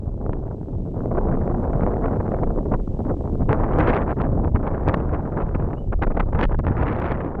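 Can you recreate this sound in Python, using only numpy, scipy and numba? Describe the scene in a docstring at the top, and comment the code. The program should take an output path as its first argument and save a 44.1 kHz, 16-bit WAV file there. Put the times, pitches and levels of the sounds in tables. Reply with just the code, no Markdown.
"""Wind buffets a camera microphone on an open lake shore, steady at first, over a faint hiss of ripples.
Large eddies rumble and small ones rasp at the port: the faster the air, the higher their noise reaches.
From about 3.5 s the gusts turn rough, and the hardest eddies pop on the port.
Near 5.8 s a shorebird peeps once, just ahead of a last flurry of puffs and pops."""
import sys
import numpy as np
from scipy import signal
from scipy.fft import rfft, irfft, next_fast_len
from scipy.io import wavfile
from scipy.ndimage import map_coordinates
from numba import njit

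SR = 44100
rng = np.random.default_rng(int(sys.argv[2]) if len(sys.argv) > 2 else 0)


def to_wav(s):
    """Save 16-bit WAV."""
    ch = np.atleast_2d(s).T  # columns
    pcm = np.round(np.clip(ch, -1, 1) * 32767)  # PCM
    wavfile.write(sys.argv[1], SR, pcm.astype(np.int16))


N = 326340

# tone of the wind's deepest bass: frequency_hz, level_db
DEEP_SPECTRUM = [(8, -22.5), (18, -4), (28, 0.5), (48, -5.5), (70, -9.5), (110, -15), (300, -74),
                 (800, -120)]


def amp(db):
    """Decibels to gain."""
    return 10 ** (np.asarray(db) / 20)


def unit(x):
    """Scale to rms 1."""
    return x / np.sqrt(np.mean(x ** 2) + 1e-20)


def clock():
    """The time of each sample in seconds."""
    return np.arange(N) / SR


def curves(rows):
    """Automation lanes: one value per sample for each column after the time."""
    time_s, *columns = np.transpose(rows)
    return [np.interp(clock(), time_s, column) for column in columns]


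def wobble(rate):
    """A smooth random curve of rms 1, rate knots a second."""
    knots = rng.standard_normal(N // 20)
    return unit(map_coordinates(knots, [clock() * rate], mode="wrap"))


def filtered(x, response):
    """Filter x by a gain given as a function of frequency in Hz."""
    size = next_fast_len(N + SR // 2)
    return irfft(rfft(x, size) * response(np.fft.rfftfreq(size, 1 / SR)), size)[:N]


def coloured(x, spectrum):
    """EQ x through (frequency_hz, level_db) points on a log axis."""
    points_hz, db = np.transpose(spectrum)
    return filtered(x, lambda hz: amp(np.interp(np.log(hz + 1), np.log(points_hz), db)))


@njit
def moving_lowpass(x, edge, damping, stages):
    """A chain of two-pole low-passes whose edge (cycles a sample) moves."""
    g = np.tan(np.pi * edge)
    y = x.copy()
    for _ in range(stages):
        a = b = 0.0
        for i in range(len(y)):
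            band = (a + g[i] * (y[i] - b)) / (1 + g[i] * (g[i] + damping))
            y[i] = b + g[i] * band
            a, b = 2 * band - a, 2 * y[i] - b
    return y


def turbulence(puff_octaves, flutter_octaves, crackle_octaves, db_per_octave):
    """Small eddies rasp at the port: noise that gets brighter and louder as the air speeds up."""
    # the underlying wind, and the edge above which its eddies fade: time_s, level_db, edge_hz
    airflow = [(0, -36, 830), (.3, -26.5, 783), (.45, -32, 800), (.85, -29.5, 628), (1.17, -22, 1075),
               (1.65, -24.5, 1010), (2.12, -23.5, 1190), (2.6, -22.5, 865), (2.93, -28.5, 702),
               (3.12, -24, 784), (3.45, -28, 730), (3.56, -23.5, 1198), (3.92, -21, 1975),
               (4.05, -25, 1458), (4.42, -25, 920), (4.62, -26, 1300), (5.2, -28.5, 1280),
               (5.73, -28, 1183), (5.86, -34.5, 605), (6.62, -38, 656), (6.79, -24.5, 2000),
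               (7.1, -27, 2110), (7.4, -29, 1064)]
    # tone of the microphone port: frequency_hz, gain_db
    port_eq = [(40, -22), (120, 2), (220, 3.5), (320, 3), (500, 1), (800, -1), (1300, -3.5), (2200, -6.5),
               (3200, -9.5), (5000, -11.5), (9000, -5.5)]
    level_db, edge_hz = curves(airflow)
    flutter = flutter_octaves * wobble(90)  # the flow is never even
    crackle = crackle_octaves * wobble(420)  # single eddies sweep past in a few ms
    # in fast air the eddies crowd together and merge into a more even rush
    unevenness = (edge_hz * 2 ** puff_octaves / np.median(edge_hz)) ** -0.5
    surge_octaves = puff_octaves + np.minimum(unevenness, 1) * (flutter + crackle)
    noise = rng.standard_normal(N) * np.sqrt(SR / 2000)  # unit power per kHz
    pressure = noise * amp(level_db - 0.5 + db_per_octave * surge_octaves)
    edge = np.clip(edge_hz * 2 ** surge_octaves / SR, 0, 1 / 4)
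    return coloured(moving_lowpass(pressure, edge, damping=1.691, stages=3), port_eq)


def rumble(level_db, spectrum, lumps_db):
    """One band of low noise: large eddies push on the diaphragm in slow lumps."""
    noise = coloured(rng.standard_normal(N), spectrum)
    return amp(level_db) * unit(noise * amp(lumps_db * wobble(24)))


def buffeting(puff_db):
    """Large eddies round the camera body: a deep bed under a rumble that rides the puffs."""
    # strength of the large eddies: time_s, rumble_db, deep_db
    levels = [(0, -32.5, -28.5), (.3, -32, -27.5), (.6, -32, -34), (1.25, -25.5, -25), (2.1, -27.5, -25),
              (2.55, -32, -25.5), (2.8, -31, -24), (3.25, -24.5, -29.5), (3.5, -25, -25),
              (3.85, -27, -24.5), (4.05, -27.5, -31), (4.45, -21.5, -23), (4.7, -29, -25),
              (5.3, -24, -29.5), (5.5, -31, -22), (5.8, -27.5, -32.5), (5.95, -34.5, -16.5),
              (6.4, -28, -22), (6.95, -25, -30.5), (7.4, -36, -31.5)]
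    # tone of the rumble: frequency_hz, level_db
    rumble_spectrum = [(25, -30), (55, -2), (80, 1), (110, -2), (160, -4.5), (230, -15), (400, -34),
                       (900, -84.5), (2000, -120)]
    rumble_db, deep_db = curves(levels)
    bed = rumble(deep_db, DEEP_SPECTRUM, lumps_db=0.3)
    return bed + rumble(rumble_db + puff_db, rumble_spectrum, lumps_db=2.22)


def water():
    """Countless far ripples merge into a soft, even hiss."""
    # slow swell of the hiss: time_s, level_db
    swell = [(0, -75.5), (.5, -74), (1.2, -70.5), (2.6, -70), (3.3, -68.5), (4, -72.5), (5, -74),
             (6.1, -73), (7.4, -78)]
    # tone of the ripples: frequency_hz, level_db
    ripple_spectrum = [(200, -3.5), (1500, 3), (3000, 2), (4500, -2.5), (7000, -3.5), (9000, -8),
                       (11000, -14.5), (15500, -23)]
    level_db, = curves(swell)
    return amp(level_db) * unit(coloured(rng.standard_normal(N), ripple_spectrum))


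def puffs():
    """Puffs of air swell, hold and drop: two lanes, edge shift in octaves and rumble change in dB."""
    # puffs, or lulls where the shift is negative: middle_s, length_s, shift_octaves, rumble_change_db
    cues = [(0.09, 0.011, .5, -2), (.216, 0.0086, .5, 3), (0.295, .012, 0, 9), (0.334, 0.0076, 1.05, 0),
            (1.177, 0.019, .5, -5), (1.324, .04, 0.22, 4.5), (1.628, .05, 0.32, 1), (1.76, 0.017, 0.34, 4),
            (1.834, 0.031, 0.36, 6.5), (2.049, 0.034, .5, -1.5), (2.112, 0.029, 0.39, 2.5),
            (2.427, 0.023, 0.2449, 6), (2.5, 0.05, -0.18, 1.5), (2.736, 0.042, 0.88, 16.5),
            (2.837, 0.054, -0.5, -7), (3.052, 0.0088, .5, 0), (3.097, 0.071, .5, 1.5),
            (3.415, 0.047, .5, 3.5), (3.516, 0.058, 0.84, 6.5), (3.64, 0.014, .4, 2),
            (3.815, 0.051, 0.3845, 9), (3.892, .03, 0.42, -5), (3.963, 0.025, 0.3, -5),
            (4.104, .046, .35, -5), (4.146, .024, -0.95, -12), (4.21, .022, 0.51, 6.5),
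            (4.24, .014, .5, -1), (4.261, .018, 0.15, -0.5), (4.442, 0.018, 0.56, 2),
            (4.516, 0.052, -0.64, -1), (4.556, 0.015, 0.6, 7), (4.674, .012, 0.44, -1.5),
            (4.886, 0.036, 0.79, 9), (4.943, .008, 1.04, -2), (5.134, .04, 0.52, 4.5),
            (5.377, .02, 0.56, -2), (5.406, 0.043, 0.56, -4), (5.552, 0.016, 0.65, -2.5),
            (5.932, .026, 1.21, -1.5), (5.993, .01, 0.96, 1.5), (6.034, 0.039, 1.9, 4),
            (6.074, 0.022, 1.5, 6), (6.113, .03, 1.28, 5), (6.152, .016, 1.31, -1), (6.176, 0.027, 1.64, 5),
            (6.201, 0.019, 2, -4), (6.224, 0.032, 1.39, 3), (6.281, 0.054, 0.7, 1), (6.33, .016, 1.32, -5),
            (6.366, 0.054, 1.43, 10.5), (6.406, 0.036, 2, 4), (6.435, .021, 2.5, 3),
            (6.453, 0.013, 1.85, -3), (6.496, .01, 1.29, 7.5), (6.52, 0.036, 1.5, 2),
            (6.548, 0.013, 1.5, -7), (6.596, .02, 1.62, 6), (6.644, 0.028, 1, 4), (6.677, 0.029, 1.04, 3.5),
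            (6.821, 0.027, 0.26, 2.5), (6.928, 0.01, 0.28, -0.5), (7.114, 0.026, 0.34, 5.5)]
    lanes, t = np.zeros((2, N)), clock()
    for middle_s, length_s, shift_octaves, rumble_change_db in cues:
        envelope = np.exp(-(2 * (t - middle_s) / length_s) ** 4)
        lanes += np.outer((shift_octaves, rumble_change_db), envelope)
    return lanes


def suction(puff_octaves, gain_db):
    """The pressure at the port drops while a puff rushes past."""
    return -amp(gain_db) * coloured(puff_octaves, DEEP_SPECTRUM)


def pops(tick_s):
    """An eddy bursts right on the port: a rounded dip in pressure with a sharp tick at its bottom."""
    # bursting eddies: peak_s, thud_db, thud_half_width_s, tick_db
    bursts = [(.295, -11.5, 0.00059, -61), (.333, -20.5, 0.0003, -54), (3.053, -19.5, .0005, -53),
              (3.53, -5, .00031, -28), (3.639, -14.5, 0.00042, -46.5), (3.753, -23, 0.00065, -38),
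              (3.787, -7, 0.00052, -23.5), (3.89, -18, 0.0002, -41), (3.948, -17, 0.00022, -46.5),
              (4.218, -18.5, 0.00023, -41), (4.548, -4, .0035, -69.5), (4.88, -6, .0006, -25.5),
              (4.887, -19.5, 0.00016, -39.5), (4.896, -9.5, 0.00066, -55), (4.944, -16.5, 0.00037, -32),
              (4.972, -10, 0.00078, -34.5), (5.557, -7.5, 0.0019, -60), (6.08, -13.5, 0.00097, -80),
              (6.413, -11, 0.00021, -51), (6.591, -7, 0.0019, -27.5), (6.668, -10, 0.00032, -46),
              (6.71, -6.5, 0.0018, -73), (7, -14.5, .0017, -28.5)]
    pressure, t = np.zeros(N), clock()
    for peak_s, thud_db, half_width_s, tick_db in bursts:
        since = t - round(peak_s * SR) / SR
        spread = (since / half_width_s) ** 2
        pressure -= amp(thud_db) * (1 - spread) / (1 + spread) ** 2
        pressure -= amp(tick_db) * np.exp(-np.abs(since) / tick_s)
    return pressure


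def shorebird(peak_s, half_width_s, top_hz, level_db, echo_db, t60_s):
    """A thin whistle glides up as it swells and dies away, scattered back by the shore."""
    since = clock() - peak_s
    pitch_hz = top_hz - 60 * np.exp(np.minimum(-since / .011, 2))  # still 60 Hz flat at its loudest
    envelope = amp(level_db) * np.exp(-np.square(since / half_width_s))
    peep = envelope * np.sqrt(2) * np.sin(2 * np.pi * np.cumsum(pitch_hz) / SR)
    t = np.arange(SR // 2) / SR
    tail = rng.standard_normal(len(t)) * amp(-60 * t / t60_s)
    echo = signal.fftconvolve(peep, tail / np.linalg.norm(tail))[:N]
    return peep + amp(echo_db) * echo


def scene():
    """Wind right on the one microphone, with the quiet shore behind it."""
    puff_octaves, puff_db = puffs()
    mix = turbulence(puff_octaves, flutter_octaves=.15, crackle_octaves=0.22, db_per_octave=8)
    mix += buffeting(puff_db)
    mix += water()
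    mix += suction(puff_octaves, gain_db=-21)
    mix += pops(tick_s=.00009)
    mix += shorebird(peak_s=5.785, half_width_s=0.013, top_hz=3000, level_db=-58.5,
                     echo_db=-8.5, t60_s=.42)
    return mix[None]


def record(dry):
    """The camera keeps nothing above its band limit."""
    return filtered(dry[0], lambda hz: hz < 15750)[None]


dry = scene()
out = record(dry)
to_wav(out)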